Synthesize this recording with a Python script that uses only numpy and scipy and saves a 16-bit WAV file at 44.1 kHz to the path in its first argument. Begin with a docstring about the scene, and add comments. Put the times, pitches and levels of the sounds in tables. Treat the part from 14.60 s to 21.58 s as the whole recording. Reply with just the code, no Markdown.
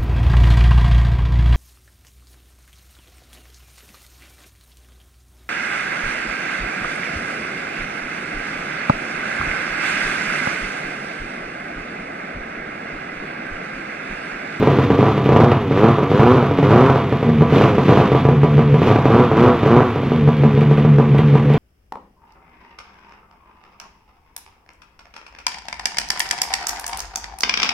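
"""A string of throttle blips, then a lumpy idle: a two-stroke snowmobile in an open garage, heard from the yard.
Each firing is a sharp pop that rings the pipe and the garage; not every stroke fires.
Every stroke, fired or not, pumps a drone of harmonics; open throttle adds a howl of crisp pulses.
A boom swells at idle; noise gated by the strokes makes a rattling hiss, with ticks and a few engine knocks."""
import sys
import numpy as np
from scipy import signal
from scipy.fft import rfft, irfft
from scipy.io import wavfile
from scipy.ndimage import uniform_filter1d

SR = 44100
rng = np.random.default_rng(int(sys.argv[2]) if len(sys.argv) > 2 else 0)


def master(y):
    """Save y as 16-bit WAV."""
    cut = np.clip(np.atleast_2d(y).T, -1, 1)
    pcm = np.round(cut * 32767)  # scale
    wavfile.write(sys.argv[1], SR, pcm.astype(np.int16))


N = 307816
TIME, HZ = np.arange(N) / SR, np.fft.rfftfreq(N, 1 / SR)

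# throttle blips: opens_s, closes_s, burn_db, intake_db (also drives the rasp); levels are relative
THROTTLE_BLIPS = [(-.1,0.226,-20,-37.5),(0.307,0.463,-17.5,-39.5),(0.632,0.844,-16.5,-39.5),(1.077,1.261,-14,-39),
                  (1.45,1.731,-14.5,-38),(1.95,2.275,-15.5,-38),(2.852,3.027,-15,-32),(3.185,3.391,-16,-35.5),
                  (4.152,4.263,-21,-33),(4.42,4.575,-15,-42),(4.689,4.865,-14,-40),(5.004,5.156,-14.5,-40.5)]
# the hardest firings: time_s, level_db (relative)
HARD_POPS = [(0.025,-0.5),(0.072,3.5),(0.115,-4),(0.1857,-0.5),(0.3021,2.5),(.334,-4),(0.3881,-0.5),(0.427,3),(0.4645,-3.5),(0.4829,-4),(0.577,-2.5),
             (0.659,-3),(0.69,2),(0.7213,1),(0.7616,5),(0.7909,-4.5),(0.8008,4),(0.8255,-8.5),(0.8346,1.5),(0.9181,1.5),(1.1095,-2.5),(1.174,-6),
             (1.2326,2),(1.2501,-1.5),(1.2852,-2),(1.3833,-1.5),(1.43,-2),(1.5149,-1.5),(1.594,1.5),(1.6125,-6.5),(1.631,2),(1.6642,-0.5),
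             (1.7134,-3.5),(1.759,-1),(1.8254,-1.5),(1.9103,-2.5),(1.9856,-1),(2.0272,-0.5),(2.1064,2),(2.1254,1),(2.1592,3),(2.1829,-16.5),
             (2.2081,1.5),(2.2975,0),(2.3578,-1),(2.5242,-1),(2.627,-2.5),(2.69,-4.5),(2.808,-2),(2.82,1),(2.9229,-0.5),(2.96,-5),
             (2.97,-5),(3.0109,3),(3.0391,-2.5),(3.049,-1.5),(3.181,2.5),(3.2816,-1.5),(3.2918,3.5),(3.3225,0.5),(3.3722,3.5),(3.3999,-3),(3.411,-4),
             (3.5171,1),(3.5482,2),(3.6508,1),(3.6867,2),(3.832,0.5),(3.844,-2),(3.979,-2),(3.9918,-0.5),(4.141,-1),(4.1542,-7),
             (4.217,0),(4.272,0.5),(4.302,-1),(4.3116,1),(4.3579,1),(4.387,-6),(4.4544,3.5),(4.502,-2.5),(4.545,1.5),(4.563,-4.5),
             (4.5951,1.5),(4.6201,-12),(4.7141,-1.5),(4.7685,-2.5),(4.8044,-4.5),(4.821,-5),(4.837,-1.5),(4.8605,0.5),(4.869,-7),(4.878,-1.5),(4.9015,-8.5),(5.0307,-2.5),
             (5.0602,0),(5.1137,-2.5),(5.164,2),(5.2046,1),(5.358,-5),(5.432,-8),(5.518,-2.5),(5.58,-14.5),(5.675,-3.5),(5.688,-3.5),
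             (5.835,-2),(5.849,-5),(5.975,-4.5),(6.016,-5),(6.111,-2),(6.179,-5.5),(6.248,-3.5),(6.384,-1),(6.398,-1.5),(6.546,-5),
             (6.59,-3),(6.739,-6.5),(6.753,-0.5),(6.901,-4.5),(6.942,-3.5)]


def crank():
    """The crank follows the blips; at idle it sags between hard firings and each kicks it back up."""
    # engine speed through blips, coasting and idle: time_s, strokes_per_s
    speed_curve = [(0.0, 107), (0.1, 97), (0.15, 100), (0.2, 91), (0.25, 97), (0.35, 91), (0.45, 108),
                   (0.5, 111), (0.55, 103), (0.6, 103), (0.65, 92), (0.75, 99), (0.85, 120), (0.9, 123),
                   (1.1, 90), (1.15, 93), (1.3, 120), (1.45, 93), (1.55, 99), (1.65, 120), (1.75, 130),
                   (1.85, 109), (2.0, 86), (2.05, 99), (2.15, 120), (2.3, 138), (2.35, 128), (2.45, 104),
                   (2.55, 90), (2.65, 85), (2.7, 76), (2.85, 75), (2.9, 78), (3.05, 112), (3.1, 102),
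                   (3.25, 92), (3.35, 100), (3.4, 110), (3.55, 92), (3.65, 84), (3.7, 83), (3.78, 74),
                   (4.12, 74), (4.2, 79), (4.3, 105), (4.35, 109), (4.45, 101), (4.6, 126), (4.65, 122),
                   (4.7, 109), (4.75, 107), (4.85, 125), (4.9, 124), (5.05, 104), (5.2, 128), (5.25, 130),
                   (5.3, 116), (5.36, 101), (5.44, 86), (5.52, 81), (5.62, 74)]
    sag_rate = 68  # strokes per s lost each second at idle
    speed = np.interp(TIME, *np.transpose(speed_curve))
    pop_s = np.sort(np.transpose(HARD_POPS)[0])
    edges = np.r_[0, pop_s, TIME[-1]]
    gap = np.searchsorted(pop_s, TIME)
    middle_s = (edges[gap] + edges[gap + 1]) / 2
    idling = np.interp(speed, [76, 82], [1, 0])
    speed = uniform_filter1d(speed + sag_rate * (middle_s - TIME) * idling, size=900)
    strokes = np.cumsum(speed) / SR
    # a smoothed shift draws the whole strokes towards the hard firings
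    slip = np.unwrap(np.interp(pop_s, TIME, strokes), period=1)
    return speed, strokes - uniform_filter1d(np.interp(TIME, pop_s, slip), size=3600)


def throttle(heights, delay_s, attack_s, release_s):
    """One envelope per blip: it rises once the lever opens, holds, and dies away after it closes."""
    out = np.zeros(N)
    for (opens_s, closes_s, *_), height in zip(THROTTLE_BLIPS, heights):
        rise = np.clip((TIME - opens_s - delay_s) / attack_s, 0, 1)
        release = np.exp(-np.maximum(TIME - closes_s - delay_s, 0) / release_s)
        out += height * rise * release
    return out


def stroke_times(strokes):
    """Moments in seconds at which the crank completes whole strokes."""
    return np.interp(np.arange(np.ceil(strokes[0]), strokes[-1] - 1), strokes, TIME)


def samples_at(time_s):
    """Sample positions of these moments."""
    return np.clip(np.round(time_s * SR).astype(int), 0, N - 1)


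def firings(speed, strokes, load, burn_db=3, pop_db=0, crack_db=0.0, rasp_db=4, stray_db=-31,
            scatter_db=6, modes_db=-4.0, pop_ring_db=1, jitter_s=.00008, lag_s=0.0012):
    """Burning charges strike pipe and garage: most strokes on open throttle, mainly hard pops when shut."""
    # strokes that fail to fire: strokes_per_s, share
    misfires = [(95,.35),(115,.06)]
    # strength of the burn, then of its rasp: strokes_per_s, level_db
    burn_curve = [(75,-8.5),(92,-6),(108,-4),(130,-15.5)]
    rasp_curve = [(75,-33.5),(98,-21),(112,-24),(128,-13)]
    # how much of a firing is crack rather than thump: strokes_per_s, share
    crack_share = [(75,0.4),(95,0.43),(112,0.67)]
    # colour of thump, crack and rasp: pitch_hz, level_db
    thump_colour = [(30,-55.5),(75,-16),(130,9),(250,5),(450,17.5),(650,2),(1100,-15.5),(1700,-23),(2800,-34),(4500,-39.5),(9000,-70.5),(16000,-79)]
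    crack_colour = [(60,-37.5),(200,-9.5),(450,13),(800,4),(1200,-3),(1800,-19),(3000,-32.5),(5000,-34.5),(9000,-55),(16000,-49.5)]
    rasp_colour = [(100,-30.5),(450,-14),(800,10.5),(1100,-5.5),(1500,-8),(2000,-15.5),(3200,-37),(5000,-50.5),(9000,-78.5),(16000,-82.5)]

    time_s = stroke_times(strokes)
    luck, bite, early = rng.standard_normal((len(time_s), 3)).T
    overrun = throttle(amp(np.transpose(THROTTLE_BLIPS)[3]), delay_s=0.035, attack_s=0.11, release_s=0.051)
    rate, fuel, heat = (np.interp(time_s, TIME, curve) for curve in (speed, load, overrun))
    uneven_db = scatter_db * np.interp(rate, [98, 122], [1, .6])  # fast running is cleaner
    burn = amp(burn_db) * fuel + amp(stray_db)
    burn = burn * amp(read(burn_curve, rate) + uneven_db * np.minimum(luck, 1))
    rasp = heat * amp(rasp_db + read(rasp_curve, rate) + uneven_db * np.minimum(bite, 1))
    fired = rng.random(len(time_s)) > read(misfires, rate)
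    burn, rasp = burn * fired, rasp * fired

    # each hard pop takes the place of the nearest ordinary stroke
    time_s = time_s + jitter_s * early
    hard = np.zeros(len(time_s))
    for when_s, level_db in HARD_POPS:
        stroke = np.argmin(abs(time_s - when_s))
        time_s[stroke], burn[stroke], rasp[stroke] = when_s, 0, 0
        hard[stroke] = amp(level_db + pop_db)

    sharp = np.clip(read(crack_share, rate), 0, 1)
    at = samples_at(time_s + lag_s)  # the run down the pipe
    thumps, cracks, rasps, strikes = np.zeros((4, N))
    thumps[at] = (burn + hard) * (1 - sharp)
    cracks[at] = (burn + hard) * sharp * amp(crack_db)
    rasps[at] = rasp
    strikes[at] = burn + amp(pop_ring_db) * hard
    blows = garage(ring(thumps, pulse(thump_colour)) + ring(cracks, pulse(crack_colour)), wet_db=-5)
    ringing = amp(modes_db) * ring(strikes, resonances())
    return -(blows + ringing + garage(ring(rasps, pulse(rasp_colour)), wet_db=3.5))


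def resonances():
    """Separate low modes of exhaust pipe and garage, each a decaying sine, in alternating polarity."""
    # ringing modes: pitch_hz, level_db, t60_s
    mode_table = [(87.3,-26.5,0.16),(137.66,-10,0.43),(229.8,-26.5,0.9),(279.2,-24.5,0.4),(365.2,-24.5,0.67),(424,-29,.25),(443.5,-14,0.12),(499.5,-23,0.4),(554,-42,0.022),(679.5,-33.5,0.89),(804,-39,0.025),(880,-37.5,0.35),(960,-32.5,0.41),(995,-25,0.33),(1161,-28,0.48)]
    t = np.arange(SR // 2) / SR
    out = np.zeros(len(t))
    for k, (hz, db, t60_s) in enumerate(mode_table):
        decay = np.exp(-np.log(1000) * t / t60_s)
        out += (-1) ** k * amp(db) * decay * np.sin(2 * np.pi * hz * t)
    return out


def howl(speed, strokes, load, level_db=10, scatter_db=1.4, wet_db=-7, lag_s=.0012):
    """On open throttle every stroke sends a crisp pulse down the pipe; at speed they merge into a note."""
    # colour of the exhaust pulse: pitch_hz, level_db
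    howl_colour = [(40,-30),(110,-11),(175,-6),(235,9.5),(300,-4),(368,6),(430,0),(495,2),(580,-13),(760,-14),(1000,-7),(1400,-13),(2000,-28),(3200,-38),(6000,-62),(16000,-75)]
    time_s = stroke_times(strokes)
    steady = np.interp(speed, [86, 104, 118], [.3, .7, 1])  # fuller at speed
    scatter = amp(level_db + scatter_db * rng.standard_normal(len(time_s)))
    height = np.interp(time_s, TIME, steady * load) * scatter
    # the howl's pulse is softer under a hard pop
    height[[np.argmin(abs(time_s - when_s)) for when_s, _ in HARD_POPS]] *= .7
    beats = np.zeros(N)
    beats[samples_at(time_s + lag_s)] = height
    return -garage(ring(beats, pulse(howl_colour)), wet_db=wet_db)


def drone(speed, strokes, lumpy_db=2, waver_db=2.5):
    """Gas pumped on every stroke, fired or not, sounds harmonics; their level is lumpier above idle."""
    # strength of the drone: strokes_per_s, level_db
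    hum_curve = [(70,-22),(80,-17.5),(88,-27.5),(100,-24.5),(112,-29),(130,-37.5)]
    # resonance of the pipe: pitch_hz, level_db
    pipe_colour = [(60,-18.5),(76,-7.5),(98,-14.5),(112,2.5),(128,-1.5),(146,-13.5),(165,-16.5),(190,-22),(222,5),(243,8.5),(265,1.5),(290,-6.5),(350,-21.5),(400,-2.5),(445,-5),(490,-4.5),(560,-25.5),(900,-37.5),(1500,-35.5)]
    unsteady = np.interp(speed, [76, 88], [.2, 1])
    level = amp(read(hum_curve, speed) + lumpy_db * unsteady * wander(16))
    return level * orders(speed, strokes, pipe_colour, waver_db)


def orders(speed, strokes, pipe, waver_db, count=12):
    """Multiples of the stroke rate, rms about 1: each swells as it crosses a resonance of the pipe."""
    tone, power = np.zeros((2, N))
    for k in range(1, count + 1):
        gain = amp(read(pipe, k * speed))
        phase = 2 * np.pi * (k * strokes + rng.random()) + .12 * wander(18)
        waver = amp(waver_db * (k > 2) * wander(6.9))  # the two lowest hold steady
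        tone += gain * waver * np.cos(phase)
        power += gain ** 2 / 2
    return tone / np.sqrt(power)


def boom(speed, strokes, level_db=3, lag_s=0.003):
    """The pipe booms at twice the stroke rate: a tone with a drawn swell, faded out above idle."""
    # swells of the boom, in consecutive groups: time_s, level_db
    swell_groups = [
        [(2.66, -32), (2.684, -26), (2.716, -13.5), (2.752, -27), (2.81, -7.5), (2.85, -21), (2.882, -36),
         (2.906, -22), (2.946, -4), (3.0, -20)],
        [(3.6, -18), (3.718, -21), (3.74, -19), (3.842, -11), (3.882, -21.5), (3.974, -7.5), (4.024, -23.5),
         (4.136, -7.5), (4.21, -27.5), (4.25, -11)],
        [(5.52, -27), (5.552, -20.5), (5.608, -18), (5.68, -11), (5.738, -22.5), (5.802, -12), (6.056, -16),
         (6.082, -11), (6.232, -15), (6.3, -8.5)],
        [(6.3, -8.5), (6.386, -11.5), (6.43, -27.5), (6.526, -8), (6.576, -16), (6.75, -8.5), (6.79, -31.5),
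         (6.874, -10.5), (6.958, -17), (6.98, -24)],
    ]
    idling = np.interp(speed, [79, 90], [1, 0])
    swell_db = np.interp(TIME, *np.vstack(swell_groups).T)
    return idling * amp(level_db + swell_db) * np.cos(4 * np.pi * (strokes - lag_s * speed))


def rattle(strokes, idle_db=-41.5, intake_db=-0.5, shake_db=-36, depth=0.16, fade_strokes=0.18,
           flutter_db=1.47):
    """Intake and machinery noise, gated by each stroke; throttle raises the intake, pops the machinery."""
    # overall colour of the hiss: pitch_hz, level_db
    hiss_colour = [(25,-0.5),(60,4.5),(100,23),(135,21),(250,17),(500,5),(1100,1.5),(1700,-2.5),(2400,-3),(3300,-12.5),(4600,-24),(6500,-27.5),(9200,-44.5),(11500,-35),(15500,-47)]
    # colour of the open intake against the machinery: pitch_hz, level_db
    intake_colour = [(70,-3),(140,-1),(400,1),(900,-1.5),(2200,-1.5),(4000,5.5),(8000,0.5)]
    # power shared by the two ports: pitch_hz, likeness
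    port_likeness = [(1000,1),(2500,.97),(4500,.65),(8000,.4),(15000,.42)]

    power = amp(np.transpose(HARD_POPS)[1]) ** 2
    intake = throttle(amp(np.transpose(THROTTLE_BLIPS)[3] + intake_db),
                      delay_s=0.0092, attack_s=0.1, release_s=0.15)
    shake = amp(shake_db) ** 2 * jolts(rise_s=0.0011, fade_s=0.01, heights=power)
    level = np.sqrt(amp(idle_db) ** 2 + shake)
    gate = evened(1 - depth + depth * np.exp(-(strokes % 1) / fade_strokes))
    gate = gate * amp(flutter_db * wander(60))
    machinery, air = rng.standard_normal((2, 2, N)) * gate  # two ports each
    shared, other = rfft(level * machinery) + rfft(intake * air) * amp(read(intake_colour, HZ))
    same = np.clip(read(port_likeness, HZ), 0, 1) ** .5
    colour = amp(read(hiss_colour, HZ))
    ports = np.array([shared, same * shared + np.sqrt(1 - same ** 2) * other]) * colour
    treble = np.sqrt(np.mean(colour ** 2 * (HZ > 2200)))  # the level settings refer to the treble
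    return irfft(ports, N) / treble


def jolts(rise_s, fade_s, heights):
    """A smoothed bump after every hard firing."""
    hits = np.zeros(N)
    hits[[round(when_s * SR) for when_s, _ in HARD_POPS]] = heights
    return lagged(lagged(hits * fade_s * SR, fade_s), rise_s)


def ticks(strokes, level_db=-31, scatter_db=5, wet_db=0):
    """Piston and clutch tick loosely about once a stroke, mostly faintly, now and then hard."""
    # colour of the tick: pitch_hz, level_db
    tick_colour = [(300,-33),(1500,-5),(2400,-1.5),(3500,-3),(4800,-15),(7000,-27.5),(9200,-37.5),(11500,-26.5),(16000,-35)]
    whole = np.arange(np.ceil(strokes[0]), strokes[-1] - 1)
    play, size = rng.standard_normal((len(whole), 2)).T
    at = (np.interp(whole + .5 + .2 * play, strokes, TIME) * SR).astype(int)
    hits = np.zeros(N)
    hits[at] = amp(level_db + scatter_db * np.minimum(size, 2))
    return garage(ring(hits, pulse(tick_colour)), wet_db=wet_db)


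def knocks(ring_s=0.0093, level_db=-6):
    """The engine knocks as a charge fires: a brief bright noise burst that the garage repeats."""
    # knocks, mostly just ahead of the pop in the exhaust: time_s, level_db (relative)
    knock_list = [(0.9157,-15),(5.967,-28),(6.009,-21),(6.173,-23),(6.339,-32),(6.584,-19),(6.773,-31),(6.938,-21)]
    # colour of a knock: pitch_hz, level_db
    knock_colour = [(200,-34.5),(1200,7.5),(2800,5),(4500,-9.5),(7000,-38),(14000,-39.5)]
    burst = np.zeros(N)
    for when_s, db in knock_list:
        burst += amp(db) * np.exp(-abs(TIME - when_s) / ring_s) * (TIME >= when_s)
    noise = evened(irfft(rfft(rng.standard_normal(N)) * amp(read(knock_colour, HZ)), N))
    return amp(level_db) * garage(burst * noise, wet_db=-8.5)


def garage(x, wet_db, low_hz=480, gap_s=0.007):
    """Direct sound plus scattered reflections above the separate low modes, decaying by frequency."""
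    # garage decay: pitch_hz, t60_s
    decay_table = [(400,0.059),(1200,0.64),(4000,0.26),(12000,0.059)]
    size = SR // 2
    taps = rng.choice([-1., 1.], size) * (rng.random(size) < .09) * (np.arange(size) > gap_s * SR)
    hz, t, bands = signal.stft(taps, SR, nperseg=256)
    decay = amp(-60 * t / read(decay_table, hz)[:, None])
    tail = signal.istft(bands * decay, SR, nperseg=256)[1]
    low_cut = signal.butter(4, low_hz, "high", fs=SR, output="sos")
    tail = signal.sosfilt(low_cut, tail / np.linalg.norm(tail))
    return x + amp(wet_db) * ring(x, tail)


def pulse(spectrum, size=4096):
    """The sharpest causal (minimum-phase) pulse with this spectrum, peak 1."""
    log_gain = np.log(amp(read(spectrum, abs(np.fft.fftfreq(size, 1 / SR)))))
    shape = np.fft.ifft(np.exp(np.conj(signal.hilbert(log_gain)))).real[:size // 2]
    return shape / abs(shape).max()


def ring(x, response):
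    """Passes x through an impulse response."""
    return signal.oaconvolve(x, response)[:N]


def lagged(x, lag_s):
    """Follows x with a time constant."""
    keep = np.exp(-1 / (lag_s * SR))
    return signal.lfilter([1 - keep], [1, -keep], x)


def wander(rate_hz):
    """Slow random drift of rms 1, with nothing at or above rate_hz."""
    return evened(irfft(rfft(rng.standard_normal(N)) * (HZ < rate_hz), N))


def read(points, x):
    """Reads a table on a logarithmic axis of frequency or speed."""
    axis, value = np.transpose(points)
    return np.interp(np.log(x + 1), np.log(axis + 1), value)


def evened(x):
    """Scales to rms 1."""
    return x / np.sqrt(np.mean(x ** 2) + 1e-20)


def amp(db):
    """Decibels to gain."""
    return 10 ** (np.asarray(db) / 20)


def scene():
    """One throttle and one crank drive the engine's layers; a few engine knocks are added on top."""
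    speed, strokes = crank()
    load = throttle(amp(np.transpose(THROTTLE_BLIPS)[2]), delay_s=0.014, attack_s=0.085, release_s=0.067)
    exhaust = firings(speed, strokes, load) + howl(speed, strokes, load)
    tones = drone(speed, strokes) + boom(speed, strokes)
    return exhaust + tones + rattle(strokes) + ticks(strokes) + knocks()


def record(dry):
    """Two close ports differ in phase and level; peaks are squeezed, then the top is cut."""
    # phase of left against right: pitch_hz, lead_radians
    phase_lead = [(0,0),(130,0),(350,-.05),(1000,-.1),(2000,-.13),(3000,-.3),(4000,-1.05),(8000,-1.3),(15000,-1)]
    # level of left over right: pitch_hz, level_db
    level_tilt = [(125,0),(500,-.6),(2000,-1.2),(4000,-1.9),(8000,-.2)]
    port = np.exp(.5j * read(phase_lead, HZ)) * amp(read(level_tilt, HZ) / 2)
    heard = irfft(rfft(dry) * np.array([port, 1 / port]), N)
    squeezed = heard / (1 + heard ** 10) ** (1 / 10)  # overload on the loudest peaks
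    top_cut = signal.firwin(511, 15700, window=("kaiser", 9), fs=SR)  # edge in Hz
    return signal.oaconvolve(squeezed, top_cut[None], "same")


dry = scene()
out = record(dry)
master(out)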